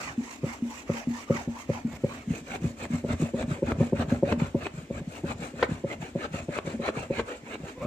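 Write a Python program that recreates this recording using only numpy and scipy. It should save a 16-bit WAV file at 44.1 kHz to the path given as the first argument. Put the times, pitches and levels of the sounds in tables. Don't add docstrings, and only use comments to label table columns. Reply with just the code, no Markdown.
import sys
import numpy as np
from scipy import signal
from scipy.io import wavfile
from scipy.ndimage import uniform_filter1d

SR = 44100
rng = np.random.default_rng(int(sys.argv[2]) if len(sys.argv) > 2 else 0)


def boost(x):
    u = np.asarray(x, float) / 20
    return 10 ** u


def transcribe(signal):
    frames = np.atleast_2d(signal).T
    limited = np.clip(frames, -1, 1)
    pcm = np.round(limited * 32767).astype(np.int16)
    wavfile.write(sys.argv[1], SR, pcm)


N = 347022

# start in seconds, fastest moment in seconds, rasp level in dB,
# level of the shaking chair in dB.
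STROKES = [(-0.01, -0, -33, -44.5), (0.144, 0.325, -44.5, -80), (0.403, 0.498, -39.5, -56),
           (0.588, 0.778, -45, -72), (0.85, 0.977, -36, -72), (1.039, 1.206, -42, -56),
           (1.26, 1.37, -36, -43), (1.459, 1.601, -46, -63), (1.665, 1.74, -39.5, -42.5),
           (1.822, 1.962, -45.5, -40), (1.975, 2.136, -40, -43), (2.256, 2.349, -40, -40),
           (2.427, 2.551, -33, -42.5), (2.599, 2.635, -44.5, -38), (2.753, 2.845, -33.5, -41),
           (2.886, 2.943, -37.5, -37), (3.026, 3.134, -34.5, -26), (3.141, 3.232, -37.5, -48),
           (3.322, 3.419, -34, -31), (3.46, 3.518, -38, -51), (3.616, 3.709, -33.5, -27),
           (3.757, 3.814, -38.5, -32), (3.928, 4.017, -29.5, -30.5), (4.07, 4.105, -36.5, -32),
           (4.215, 4.321, -30, -29.5), (4.377, 4.402, -35, -37.5), (4.53, 4.663, -33.5, -44),
           (4.707, 4.78, -46, -46), (4.886, 4.983, -38.5, -35.5), (5.04, 5.16, -40.5, -48),
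           (5.225, 5.315, -31.5, -38), (5.361, 5.438, -37, -46), (5.532, 5.639, -30.5, -39),
           (5.67, 5.71, -40.5, -42.5), (5.837, 5.932, -33.5, -42), (5.992, 6.023, -39, -57),
           (6.139, 6.25, -31.5, -45), (6.312, 6.349, -33.5, -43), (6.465, 6.577, -31.5, -46.5),
           (6.638, 6.67, -35, -39.5), (6.788, 6.882, -26, -41), (6.92, 6.984, -32, -40.5),
           (7.086, 7.194, -28.5, -39.5), (7.246, 7.291, -36.5, -58), (7.414, 7.545, -35.5, -49),
           (7.568, 7.685, -41, -60), (7.758, 7.84, -42, -36)]
# start in seconds, level of the middle modes in dB,
# low modes over that in dB, high modes over that in dB.
KNOCKS = [(0.177, -22.5, -19, -38), (0.432, -32.5, 6, 1.5), (0.464, -35, -15, -10.5),
          (0.622, -24.5, -20, -32), (0.892, -32, 6, 1.5), (0.934, -39, -7, -9), (1.071, -23.5, -6.5, -26),
          (1.298, -27, 3.5, 2), (1.344, -37.5, 0, 1), (1.474, -28, -3, -16), (1.691, -29, 3, 1.5),
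          (1.847, -23.5, -14, -40), (2.036, -27.5, 2.5, 1), (2.27, -26.5, -6.5, -41),
          (2.302, -26, 0.5, -23), (2.411, -39.5, -5, -18), (2.618, -33.5, 2, -27),
          (2.641, -24.5, 1.5, -12.5), (2.902, -27.5, -9.5, -32), (2.933, -23.5, 0.5, -25),
          (3.039, -30.5, 1, 0), (3.195, -30, -0.5, -16), (3.22, -22, 1, -9.5), (3.335, -26, -3.5, -3),
          (3.477, -31, 1, -15), (3.508, -31.5, 5.5, -23), (3.58, -44.5, -6, 5), (3.621, -30.5, 2.5, 6),
          (3.778, -35.5, 6, -6), (3.8, -18.5, 0, -5), (3.923, -28, 4, 5.5), (4.076, -36.5, 8, -10),
          (4.116, -19.5, -5.5, -13), (4.225, -26, 1, 5.5), (4.321, -22.5, -12, -8.5), (4.372, -36, 6, -24),
          (4.414, -28.5, 6.5, -8.5), (4.544, -25.5, 0, 2), (4.737, -45, 7, -24), (4.775, -48, 13, -7),
          (4.826, -53, 11, -10), (4.901, -35, 1.5, 0), (5.008, -44.5, 9.5, -6), (5.071, -36, 1.5, -41),
          (5.235, -35, 8, 5.5), (5.392, -36.5, 0.5, -27), (5.417, -49, 13, -9), (5.532, -42.5, 4.5, -2.5),
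          (5.686, -34, -3, -13), (5.71, -34, 6.5, -10), (5.838, -33.5, 4, 4.5), (5.997, -47.5, 9.5, -22),
          (6.021, -45.5, 8.5, -10), (6.151, -32, 3, 1), (6.307, -48.5, 9, -14), (6.335, -43, 12.5, 5),
          (6.483, -33.5, 1.5, 1.5), (6.644, -48.5, 9.5, -9), (6.668, -44, 9, 8.5),
          (6.736, -25.5, -29, -15.5), (6.792, -31, -3, -3), (6.964, -39.5, 7, -1.5), (7.1, -32, -0.5, 5),
          (7.424, -52.5, 6, -18), (7.6, -42, 1, -15), (7.63, -45.5, 8, 1), (7.766, -61, 8, 5),
          (7.81, -51, 13, 0), (7.843, -49, 2, 9)]
# start in seconds, click level in dB, thud over the click in dB,
# length in ms (the time by which the slips have sunk 9 dB).
SNAGS = [(2.558, -18, -18, 1.6), (2.853, -17, -24, 1), (3.426, -19, -17, 1.1), (3.719, -15.5, 4, 2.1),
         (4.023, -26, 7, 1.2), (4.324, -7, -22, 2.3), (4.668, -12.5, -15, 1.1), (5.626, -6.5, -11, 10.3),
         (6.258, -26.5, -5, 2.2), (6.587, -13, -9, 2.1), (6.888, -18.5, 3.5, 4), (7.194, -17.5, -6, 9.6),
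         (7.555, -30.5, 6, 2)]
# frequency in Hz, relative level in dB, t60 in seconds.
LOW_MODES = [(90.7, -9.5, 0.28), (120, -7, 0.15), (155.9, 2.5, 0.084)]
MIDDLE_MODES = [(234.15, 4.42, 0.38), (266.5, 1.3, 0.19)]
HIGH_MODES = [(380.7, 10, 0.036), (531.6, 4.5, 0.045), (566, -2, 0.14), (705, -29, 0.011), (910, -8, 0.028)]
# frequency in Hz, relative level in dB.
OPEN_RASP = [(180, -60), (300, -27), (508, -12.5), (871, -7), (1190, -11.5), (1300, -10), (2290, -10),
             (3500, -29.5), (6000, -19.5), (7800, -59), (13200, -120)]
CREASE_RASP = [(180, -18), (300, -1), (376, -2), (598, -2), (1100, -12), (1270, -5), (1940, -13.5),
               (2460, -8), (3130, -20.5), (4170, -20), (4670, -30.5), (5430, -39), (6000, -27), (7800, -70),
               (13200, -120)]
# frequency in Hz, relative level in dB.
HISS = [(2650, -6), (4500, -8.5), (5330, -11), (5730, -7), (6350, -6), (7360, -2), (8500, -14), (9920, -19),
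        (11000, -17.5), (14900, -15), (15300, -47)]
# time in seconds, level in dB.
HISS_LEVEL = [(0, -44.5), (.6, -45), (1.5, -46.5), (2.0, -50.5), (2.5, -45.5), (3.5, -50), (4.5, -53),
              (5.0, -53.5), (5.4, -50.5), (5.7, -53.5), (6.5, -52), (7.2, -54), (7.87, -53)]
# time in seconds, hiss left over right in dB,
# rasp left over right in dB (both pans are centred on their mean), lift of the top of the hiss in dB.
PLACE = [(0.0, 0.5, 0.5, -5.5), (0.81, -2.5, 0.5, -5), (1.64, -4, 2, -4.5), (2.04, -1, -1, -4),
         (3.55, 5, 2.5, -5.8), (4.51, 2.5, 2.5, -3.5), (5.26, 11, 5, -3.5), (5.83, 6, 3, -6),
         (6.11, 5, 3, -4.5), (6.66, 10, 4, -7.5), (7.87, 4.5, -2.0, -2.5)]
# frequency in Hz, relative level in dB.
ROOM = [(15, -79), (25, -16), (69, -6), (178, -26), (239, -1.5), (329, -12), (1230, -29), (2340, -26),
        (4710, -36.5), (7230, -34), (11100, -54), (13400, -45), (15300, -64)]
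# frequency in Hz, left-right correlation from 0 to 1.
SAME = [(60, 0.96), (400, 1), (700, 0.95), (1000, 0.2), (1300, 0.54), (2400, 0.75), (4000, 0.08),
        (9000, 0.054), (15000, 0.27)]
# frequency in Hz, left over right on the open seat in dB, and in the crease in dB.
LEAN = [(100, 0.5, .5), (453, 3.5, 2), (900, 1, 4), (1290, 2, 3), (2270, -10.5, -8), (2910, -8, -4),
        (3330, 4.5, -1), (5000, 3, 2.5), (6430, -1.5, -2), (7340, 4.5, 7), (8350, 11.5, 13.5),
        (10460, 4, 3), (14000, -2, -4)]
# frequency in Hz, lead on the open seat in radians, and in the crease in radians.
LEAD = [(600, 0.3, 0.077), (826, 1, 1.46), (1004, -0.25, 1.7), (1424, -2, 3.15), (1920, -4.5, 7.8),
        (2610, -2, 7.94), (4020, -0.5, 7.3), (5730, 4, 10.2)]
# frequency in Hz, t60 in seconds.
TILES = [(200, 0.057), (1000, 0.48), (4000, 0.25), (10000, 0.31)]
# time in seconds, mean pitch in Hz, mean level in dB.
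SQUEAK = [(7.75, 473, -58), (7.78, 509, -43.5), (7.8, 509, -52), (7.82, 561, -33), (7.87, 622, -36)]

INTO_CREASE_S = (1.73, 2.36)


def evened(x):
    return x / np.sqrt(np.mean(x ** 2) + 1e-20)


def read(points, hz, column=1):
    table = np.transpose(points)
    return np.interp(np.log(hz + 1), np.log(table[0] + 1), table[column])


def add(mix, s, sound):
    part = mix[..., round(s * SR):][..., :sound.shape[-1]]
    part += sound[..., :part.shape[-1]]


def by_place(open_seat, crease, t):
    share = np.interp(t, INTO_CREASE_S, [0, 1])
    return (1 - share) * open_seat + share * crease


def noise(shape_db, patchy_db, size=512):
    hop, bins = size // 4, size // 2 + 1
    frames, hz = N // hop + 5, np.fft.rfftfreq(size, 1 / SR)[:, None]
    t = np.arange(frames) * hop / SR
    a, b, c, d, patches = rng.standard_normal((frames, bins, 5)).T
    patches = uniform_filter1d(patches, size=size // 256, axis=0)
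    patches = evened(uniform_filter1d(patches, size=9000 // size, axis=1))
    same = np.clip(read(SAME, hz), -1, 1)
    left = a + 1j * b
    right = same * left + np.sqrt(1 - same ** 2) * (c + 1j * d)
    lead = by_place(read(LEAD, hz), read(LEAD, hz, column=2), t)
    z = np.array([left, right * np.exp(-1j * lead)])
    lean_db = by_place(read(LEAN, hz), read(LEAN, hz, column=2), t)
    ports_db = np.array([.5, -.5])[:, None, None] * lean_db
    z *= boost(shape_db(hz, t) + ports_db + patchy_db * patches)
    return evened(signal.istft(z, nperseg=size, noverlap=size - hop)[1][:, :N])


def ring(modes, length=0.87, rise_ms=0.057, chance=np.zeros((5, 2))):
    detune = 0.018
    t = np.arange(SR // 3) / SR
    swell = 1 - np.exp(-(t * 1000 / rise_ms) ** 2)
    out = np.zeros(len(t))
    for (hz, db, t60), (bend, turn) in zip(modes, chance):
        sine = np.sin(2 * np.pi * (hz * (1 + 2 * detune * bend) * t + turn))
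        out += boost(db - 60 * t / (t60 * length)) * sine
    return swell * out


def room_tone():
    return boost(-48.5) * noise(lambda hz, t: read(ROOM, hz), patchy_db=2.2, size=2048)


def tiled_room(x):
    taps = np.zeros((2, SR // 2))
    at = np.arange(300, SR // 2 - 20, 20) + rng.integers(0, 20, (2, (SR // 2 - 301) // 20))
    np.put_along_axis(taps, at, rng.choice([-1., 1.], at.shape), 1)
    hz, t, z = signal.stft(taps, SR, nperseg=256)
    fading = z * boost(-60 * t / read(TILES, hz)[:, None])
    tail = signal.istft(fading, SR, nperseg=256)[1]
    return signal.fftconvolve(x.mean(0)[None], tail / np.linalg.norm(tail[0]), axes=1)[:, :N]


def squeak():
    s, hz, db = np.transpose(SQUEAK)
    t, out = np.arange(s[0], N / SR, 1 / SR), np.zeros(N)
    jitter, flutter = evened(uniform_filter1d(rng.standard_normal((len(t), 2)), size=120, axis=0)).T
    turns = np.cumsum(np.interp(t, s, hz) * (1 + 0.0574 * jitter)) / SR
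    tone = sum(boost(part_db) * np.sin(2 * np.pi * k * turns) for k, part_db in ((1, 3), (2, -6), (4, -16)))
    add(out, s[0], tone * boost(np.interp(t, s, db) + 1.9 * flutter))
    return out


def snags():
    slip_ms, click_ms = 2.05, 0.16
    t = np.arange(200) * 1000 / SR / click_ms
    click = t * np.exp(1 - t) - 0.067 * t * np.exp(-t / 16.5)
    thud, out = ring(HIGH_MODES, 0.062), np.zeros((2, N))
    thud = thud[None] / abs(thud).max()
    crackles = rng.standard_normal((len(SNAGS), 6, 2, len(t))) * np.exp(-t / 14) * boost(-5.5)
    ports = boost(np.array([[1.5], [-1.5]]))
    for (s, db, thud_db, ms), chance, crackle in zip(SNAGS, rng.random((len(SNAGS), 6, 2)), crackles):
        for k, (size, late) in enumerate(chance):
            slip_db = db - 9 * (k * slip_ms / ms) ** 4 - 4 * size
            at = s + (k + 0.27 * late) * slip_ms / 1000
            add(out, at, boost(slip_db) * (click + crackle[k]) * ports)
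            add(out, at, boost(slip_db + thud_db) * thud)
    return signal.sosfilt(signal.butter(3, [270, 3000], "band", fs=SR, output="sos"), out)


def knocks():
    out = np.zeros(N)
    for (s, db, low_db, high_db), chance in zip(KNOCKS, rng.random((len(KNOCKS), 4, 5, 2)) - .5):
        length = by_place(0.68, 0.66, s)
        rise_ms = by_place(1.48, 1.85, s)
        low = boost(low_db) * ring(LOW_MODES, length, rise_ms, chance[0])
        high = boost(high_db) * ring(HIGH_MODES, 0.61, 1.26 * rise_ms, chance[1])
        hard = low + high
        add(hard, 0.00576, boost(6) * hard.copy())
        length *= by_place(0.93, 0.67, s)
        upper_db = by_place(0.28, 0, s) * min(high_db, 0)
        modes = np.add(MIDDLE_MODES, [(0, 0, 0.0032), (0, upper_db, 0.0025)])
        soft_rise_ms = 0.95 * rise_ms * (1 + 0.016 * max(-high_db, 0))
        middle = ring(modes, length, soft_rise_ms, chance[2])
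        add(out, s, boost(db) * (middle + hard))
        settle_s = 0.02589 + 0.0156 * chance[3, 4, 0]
        settle_db = db - 12.5 + by_place(0, -4, s)
        add(out, s + settle_s, boost(settle_db) * ring(MIDDLE_MODES, length, 0.57 * rise_ms, chance[3]))
    return out


def hollow_hz(t):
    start = np.transpose(STROKES)[0]
    lag_s = np.resize([0.068, -0.024], len(start))
    pitch_hz = np.resize([1280, 687], len(start))
    return np.interp(t, start + lag_s, pitch_hz)


def cupped(hz, t):
    centre_hz = hollow_hz(t)
    width = 0.13
    hollow_db = sum(lift_db * np.exp(-(np.log((hz + 1) / (k * centre_hz)) / width) ** 2)
                    for k, lift_db in ((1, 11), (1.94, 3)))
    return by_place(read(OPEN_RASP, hz) + hollow_db, read(CREASE_RASP, hz), t)


def fibres(per_s, spread_db):
    catches = (rng.random(N) < per_s / SR) * boost(spread_db * np.minimum(rng.exponential(1, N), 4))
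    return evened(0.85 + signal.oaconvolve(catches, np.exp(-np.arange(400) / 260.0))[:N])


def panned(column):
    s, pan_db = np.transpose(PLACE)[[0, column]]
    return boost(np.outer([.5, -.5], np.interp(np.arange(N) / SR, s, pan_db - pan_db.mean())))


def effort(levels_db, bend, crease_bend, halts=True):
    t = np.arange(N) / SR
    bend = by_place(bend, crease_bend, t)
    start, fastest = np.transpose(STROKES)[:2]
    push = np.resize([True, False], len(start))
    stop = np.append(start[1:], 7.9) + np.where(push, 0.016, 0.004)
    jammed = push & (start > INTO_CREASE_S[1]) & halts
    stop[jammed] = fastest[jammed] + 0.03
    power = np.zeros(N)
    for db, *times in zip(levels_db, start, fastest, stop):
        speed = np.interp(t, np.sort(times), [0, 1, 0], 0, 0)
        curve = bend * np.where(t > times[1], 0.84, 1)
        power += (boost(db) * speed ** curve) ** 2
    return np.sqrt(uniform_filter1d(power, size=200).clip(0))


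def scrubbing():
    s, top_db = np.transpose(PLACE)[[0, 3]]
    _, fastest, rasp_db, shaking_db = np.transpose(STROKES)
    hiss_db = np.interp(fastest, *np.transpose(HISS_LEVEL)) + 0.52 * (rasp_db + 37)
    hiss_db = hiss_db + np.resize([0, 3], len(STROKES))

    def hiss_colour(hz, t):
        return read(HISS, hz) + (hz > 10500) * np.interp(t, s, top_db)

    rasp = noise(cupped, patchy_db=4.0) * fibres(per_s=3800.0, spread_db=-2.5)
    rasp = rasp * effort(rasp_db, bend=1.0, crease_bend=1.585) * panned(column=2)
    hiss = noise(hiss_colour, patchy_db=3.5) * fibres(per_s=1500., spread_db=-1.0)
    hiss = hiss * effort(hiss_db, bend=1.0, crease_bend=1.0) * panned(column=1)
    judder = rng.standard_normal(N) * fibres(per_s=200., spread_db=3.5)
    judder = judder * effort(shaking_db, bend=0.67, crease_bend=0.79, halts=False)
    body = ring(LOW_MODES, 0.66, 1.38) * boost(2) + ring(MIDDLE_MODES, 0.22) + ring(HIGH_MODES, 0.59) * boost(-8.0)
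    shaking = signal.oaconvolve(judder, body / np.linalg.norm(body))[:N]
    return rasp + hiss + shaking


def scene():
    ports = boost(np.array([[.3], [-.3]]))
    near = scrubbing() + snags() + (squeak() + knocks()) * ports
    return near + boost(-13) * tiled_room(near) + room_tone()


def top_cut(x):
    return signal.sosfilt(signal.butter(12, 15490, fs=SR, output="sos"), x)


def record(dry):
    cut = signal.sosfilt(signal.butter(4, 50, "high", fs=SR, output="sos"), dry)
    return top_cut(cut)


dry = scene()
out = record(dry)
transcribe(out)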